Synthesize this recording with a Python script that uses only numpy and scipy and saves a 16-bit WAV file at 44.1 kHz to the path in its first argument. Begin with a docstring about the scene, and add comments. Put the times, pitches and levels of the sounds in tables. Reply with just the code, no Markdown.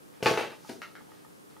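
"""In a small, bare room, a compact mirror is picked up among makeup items on a table.
Things knock and rattle: each impact cracks at the contact and excites the damped modes of case, table
top and frame. Fingers slide on the case with grainy friction noise; it ticks faintly, bumps with a
hollow ring, and its lid clicks twice. A close stereo microphone hears the direct sound, the
reflections and reverberation of the walls, and a quiet room tone."""
import sys
import numpy as np
from scipy import signal
from scipy.fft import rfft, irfft
from scipy.io import wavfile

SR = 44100
rng = np.random.default_rng(int(sys.argv[2]) if len(sys.argv) > 2 else 0)


def int16_out(signal):
    """Quantize to a 16-bit WAV file."""
    q = np.round(np.clip(np.atleast_2d(signal).T, -1, 1) * 32767)
    wavfile.write(sys.argv[1], SR, q.astype(np.int16))


N = 70560


def undb(db):
    """The decibel scale: 20 dB is a factor of ten in amplitude."""
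    return 10 ** (np.asarray(db) / 20)


def clock():
    """Uniform sampling: the time of every sample, in seconds."""
    return np.arange(N) / SR


def unit(x):
    """Normalisation to an energy of one."""
    return x / np.sqrt(np.sum(x ** 2))


def pan(db):
    """Intensity stereo: left and right gains for a level difference."""
    return undb(np.array([[db], [-db]]) / 2)


def along(points, hz):
    """Interpolation of (frequency [Hz], value) points on a log-frequency axis."""
    p = np.array(points, float)
    return np.interp(np.log(np.maximum(hz, 1)), np.log(p[:, 0]), p[:, 1])


def colour(x, points):
    """Minimum-phase filtering through (frequency [Hz], gain [dB]) points."""
    size = 2 * N
    gain = undb(along(points, np.fft.rfftfreq(size, 1 / SR)))
    cepstrum = irfft(np.log(gain))
    cepstrum[1:N] *= 2  # folding onto positive time makes the filter causal
    cepstrum[N + 1:] = 0
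    return irfft(rfft(x, size) * np.exp(rfft(cepstrum)))[:N]


def hardness(x, treble_db):
    """Treble shelving: hard contacts are brighter than soft ones."""
    return colour(x, [(2900, 0), (5800, treble_db)])


def strike(x, at_s, db):
    """Transient level: a response starts at at_s, its level being its energy spread over 10 ms."""
    delayed = np.pad(unit(x), (int(at_s * SR), 0))[:N]
    return delayed * undb(db) * np.sqrt(SR / 100)


def ring(modes, detune, rise_s, tilt_db):
    """Modal superposition: damped sines, tilted by tilt_db per octave and detuned anew by each blow."""
    t, out = clock()[:N // 2], 0
    for hz, db, t60 in modes:
        tuned_hz = hz * (1 + detune * rng.standard_normal())
        decay = np.exp(-np.log(1000) * t / t60)
        out = out + undb(db + tilt_db * np.log2(hz)) * np.sin(2 * np.pi * tuned_hz * t) * decay
    return np.pad(out * (1 - np.exp(-t / rise_s)), (0, N - len(t)))


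def contact(spectrum, chatter, decay_s):
    """Impulsive excitation: one push and a few milliseconds of chatter, shaped by a spectrum."""
    force = chatter * unit(rng.standard_normal(N) * np.exp(-clock() / decay_s))
    force[0] += 1
    return colour(force, spectrum)


# spectrum of the room tone (frequency [Hz], relative level [dB])
TONE_SPECTRUM = [(25, -11), (60, -0.5), (100, -6), (140, -0.5), (300, -2), (440, -2), (650, -11),
                 (1200, -12), (2200, -19), (5000, -20), (7700, -20.5), (10000, -18.5), (15000, -24.5)]
# its side signal against its mid signal (frequency [Hz], gain [dB])
TONE_WIDTH = [(30, 13), (150, 5.5), (400, 7), (1500, 6.5), (5000, -2.5), (15000, -5)]
# hum in the room (frequency [Hz], level [dB])
HUM_PARTIALS = [(177, -72.5), (298, -67)]
def room_tone():
    """Background noise: a low murmur and even hiss, partly correlated in stereo, with a weak hum."""
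    mid, side = (unit(colour(rng.standard_normal(N), TONE_SPECTRUM)) * np.sqrt(N) for _ in range(2))
    murmur = mid + np.array([[1], [-1]]) * colour(side, TONE_WIDTH)
    hum = sum(undb(db) * np.sqrt(2) * np.sin(2 * np.pi * (hz * clock() + rng.random()))
              for hz, db in HUM_PARTIALS)
    return undb(-58) * murmur + hum


# sliding contacts (peak time [s], rise [s], fall [s], level [dB], treble [dB])
SLIDE_STROKES = [(0.150, 0.037, 0.02, -63.5, -15), (0.229, 0.0014, 0.048, -41, 2.5),
                 (0.283, .018, 0.035, -41.5, 4), (0.382, .015, 0.016, -43.5, 1),
                 (0.413, 0.017, 0.0092, -46, -5.5), (0.504, 0.0027, 0.021, -51.5, -12.5),
                 (0.698, 0.048, 0.023, -52, 2), (1.150, .15, 0.087, -66, -9.5),
                 (1.515, 0.016, 0.025, -64.5, -9)]
# spectrum of the friction (frequency [Hz], relative level [dB])
FRICTION_SPECTRUM = [(150, -6.5), (600, 0), (1500, -0.5), (3000, -3.5), (5500, 0.5), (7500, -6.5),
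                     (9500, -7.5), (15000, -14.5)]
def slides():
    """Sliding friction: noise in grains of random strength swells and fades with each stroke."""
    t, out = clock(), 0
    grain_samples, grain_db = 32, 3
    for at, rise, fall, db, treble_db in SLIDE_STROKES:
        strengths = rng.exponential(size=N // grain_samples + 1).clip(0, 4)
        grains = undb(grain_db * np.repeat(strengths, grain_samples)[:N])
        friction = hardness(colour(rng.standard_normal(N) * grains, FRICTION_SPECTRUM), treble_db)
        swell = np.exp(-np.maximum((at - t) / rise, (t - at) / fall))
        out = out + unit(friction) * np.sqrt(N) * undb(db) * swell
    return out


# knocks on the table (time [s], frame thump [dB], table thud [dB], case ring [dB], crack [dB],
# crack treble [dB], left minus right [dB])
TABLE_KNOCKS = [(0.2055, -72, -50, -59, -65, -6, 3), (0.2268, -34.5, -26.5, -41, -35.5, -2.5, 2),
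                (0.2590, -36, -24, -23, -22.5, -4, 0.5), (0.2606, -59, -25, -31, -24, -11, 3),
                (0.2672, -37, -54, -30.5, -28.5, 8, 2.5), (0.2929, -39, -34, -36, -35.5, -2, -2),
                (0.3112, -41, -24, -45, -41, 11.5, 0), (0.3375, -50, -34, -46, -33, -5, 2),
                (0.3752, -56, -28, -36, -26.5, -11, 1.5), (0.3970, -52.5, -42, -49, -41.5, -8, -8),
                (0.4110, -62, -35.5, -44.5, -39, 0, 4.5), (0.4335, -75, -58, -55, -40.5, -4, 0),
                (0.4490, -76, -62, -57, -47.5, -10, 0)]
# modes of the table frame, the table top (its first two heavily damped) and the plastic case
# (frequency [Hz], relative level [dB], T60 [s])
FRAME_MODES = [(135.5, -3, 0.35), (172, -6, 0.12), (202.5, 3.5, 0.043)]
TOP_MODES = [(300, -3, 0.059), (461, 2.5, 0.041), (244, -13, 0.19), (380, -27, 0.11), (395, -12.5, .15),
             (409, -6.5, 0.21), (446, -1.5, 0.22), (502, -1, 0.11), (648, -5, 0.17)]
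CASE_MODES = [(860, -6, 0.32), (871, 3.5, 0.15), (1114, -0.5, 0.19), (1255, -9, 0.13), (1313, -6.5, 0.15),
              (1574, 0, 0.18), (1630, -4, 0.19), (1839, -1, 0.059), (2410, 0.5, 0.11), (2519, -6.5, 0.24),
              (2937, -6, 0.17), (4138, -7.5, 0.17), (4540, -0.5, 0.047)]
# spectrum of a hard contact (frequency [Hz], relative level [dB])
CRACK_SPECTRUM = [(90, -38), (300, 0), (520, 6.5), (720, -1), (880, 8.5), (1020, -1.5), (1650, 3.5),
                  (2150, 0.5), (2450, 1.5), (3400, -5), (4400, -8.5), (7500, -26), (9000, -27.5),
                  (15000, -46)]
def knocks():
    """Free vibration after impact: frame, top and case ring; the contact cracks. Returns rings, cracks."""
    rings, cracks = 0, 0
    for at, thump_db, thud_db, ring_db, crack_db, treble_db, pan_db in TABLE_KNOCKS:
        thump = strike(ring(FRAME_MODES, detune=0.0037, rise_s=0.006, tilt_db=8), at, thump_db)
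        thud = strike(ring(TOP_MODES, detune=0.014, rise_s=0.00017, tilt_db=1.5), at, thud_db)
        case = strike(ring(CASE_MODES, detune=0.002, rise_s=0.0012, tilt_db=-1), at, ring_db)
        crack = hardness(contact(CRACK_SPECTRUM, chatter=1.7, decay_s=0.0054), treble_db)
        rings = rings + pan(pan_db) * (thump + thud + case)
        cracks = cracks + pan(pan_db) * strike(crack, at, crack_db)
    return rings, cracks


# faint ticks of the held case (time [s], level [dB], tilt [dB/octave])
CASE_TICKS = [(0.529, -50.5, 4), (0.647, -50, -4), (1.007, -55.5, 1), (1.090, -60.5, -18),
              (1.117, -54.5, 4), (1.2469, -54, 5), (1.565, -54, 5)]
# modes of a tick (frequency [Hz], relative level [dB], T60 [s])
TICK_MODES = [(866, 6, 0.02), (1243, 2, 0.024), (1912, -12, 0.034), (3200, -13, 0.011)]
def case_ticks():
    """Heavy damping: modes under the fingers die so quickly that they are heard as soft ticks."""
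    return sum(strike(ring(TICK_MODES, detune=0.02, rise_s=0.003, tilt_db=tilt), at, db)
               for at, db, tilt in CASE_TICKS)


# bumps of the case in the hand (time [s], level [dB])
CASE_BUMPS = [(0.6900, -51.5), (0.6928, -44), (0.6972, -39.5), (0.7085, -53.5)]
# spectrum of a dull bump (frequency [Hz], relative level [dB])
BUMP_SPECTRUM = [(70, -7), (130, -1), (270, 2), (600, 0.5), (770, -2.5), (920, -10), (1150, -12.5),
                 (1800, -7), (3500, -15.5), (5200, -19), (7500, -34), (9500, -25), (15000, -38)]
# hollow modes of the case in the hand (frequency [Hz], relative level [dB], T60 [s])
HOLLOW_MODES = [(261.6, -4.5, 0.11), (395, -1.5, 0.14), (498, -2, 0.11), (653, 1.5, 0.082),
                (929, -2.5, 0.06)]
def case_bumps():
    """Resonance: each dull contact with the hand sets off a weaker, hollow ring of the case."""
    out = 0
    for at, db in CASE_BUMPS:
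        bump = contact(BUMP_SPECTRUM, chatter=1.75, decay_s=0.006)
        hollow = ring(HOLLOW_MODES, detune=0.005, rise_s=0.0015, tilt_db=0.5)
        out = out + strike(bump, at, db) + strike(hollow, at, db - 4.5)
    return pan(db=2.7) * out


# clicks of the lid (time [s], level [dB], treble [dB])
LID_CLICKS = [(0.8184, -41, -1), (0.9537, -49, -4.5)]
# spectrum of a click (frequency [Hz], relative level [dB])
CLICK_SPECTRUM = [(70, -44), (300, -14), (750, -6), (1050, -5), (1340, 5), (1600, 3), (2050, 0),
                  (2450, -11.5), (2950, -6), (3500, -14), (4200, -12), (5500, -15), (7000, -22.5),
                  (15000, -29)]
def lid_clicks():
    """A brief impulse has a broad spectrum: the lid clicks sharply, with little chatter."""
    out = 0
    for at, db, treble_db in LID_CLICKS:
        click = contact(CLICK_SPECTRUM, chatter=0.65, decay_s=0.005)
        out = out + strike(hardness(click, treble_db), at, db)
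    return pan(db=0.5) * out


# reverberation time of the room (frequency [Hz], T60 [s])
REVERB_TIMES = [(125, 0.52), (250, 0.43), (500, 0.36), (1500, 0.24), (4000, 0.34), (12000, 0.29)]
def tail(onset_s=0.0071):
    """Diffuse reverberation: noise decays exponentially, each octave at its own rate."""
    t, hz = clock(), np.fft.rfftfreq(N, 1 / SR)
    noise, out = rfft(rng.standard_normal(N)), 0
    for centre in 125 * 2 ** np.arange(8):
        octave = np.clip(1 - abs(np.log2((hz + 1) / centre)), 0, 1)
        decay = np.exp(-np.log(1000) * t / along(REVERB_TIMES, centre))
        out = out + irfft(noise * octave, N) * decay
    return unit(out * np.clip(t / onset_s - 1, 0, 1))


# side against mid signal of the reverberation (frequency [Hz], gain [dB])
REVERB_WIDTH = [(100, -14), (300, -12.5), (700, -8), (2000, -8), (5000, -10.5), (12000, -3)]
# first reflections (delay [s], relative level [dB], left minus right [dB])
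REFLECTIONS = [(0.0042, -17, 22.5), (0.0080, -11, 9.5), (0.0115, -13.5, -15)]
def room(x, wet_db, echo_db):
    """Convolution with the room's impulse response: direct sound, first reflections and diffuse tail."""
    diffuse = tail() + np.array([[1], [-1]]) * colour(tail(), REVERB_WIDTH)
    response = diffuse * undb(wet_db) * pan(db=-0.5)
    response[:, 0] += 1  # direct sound
    for delay, db, pan_db in REFLECTIONS:
        response[:, int(delay * SR)] += undb(db + echo_db) * pan(pan_db)[:, 0]
    return signal.fftconvolve(x * np.ones((2, 1)), response, axes=1)[:, :N]


def scene():
    """Superposition: table and hand sounds, each with its share of reflections, add to the room tone."""
    rings, cracks = knocks()
    return (room(rings, wet_db=-12.5, echo_db=-3)
            + room(cracks + slides(), wet_db=0, echo_db=-2)
            + room(case_ticks(), wet_db=-7.5, echo_db=-12)
            + room(case_bumps(), wet_db=-4, echo_db=-5)
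            + room(lid_clicks(), wet_db=1, echo_db=2)
            + room_tone())


def record(dry):
    """Band limiting: the microphone sheds the deep bass and the recorder cuts the top."""
    bass_hz, top_hz = 100, 15600
    x = signal.sosfilt(signal.butter(3, bass_hz, "high", fs=SR, output="sos"), dry)
    return signal.sosfilt(signal.ellip(10, .2, 80, top_hz, fs=SR, output="sos"), x)


dry = scene()
out = record(dry)
int16_out(out)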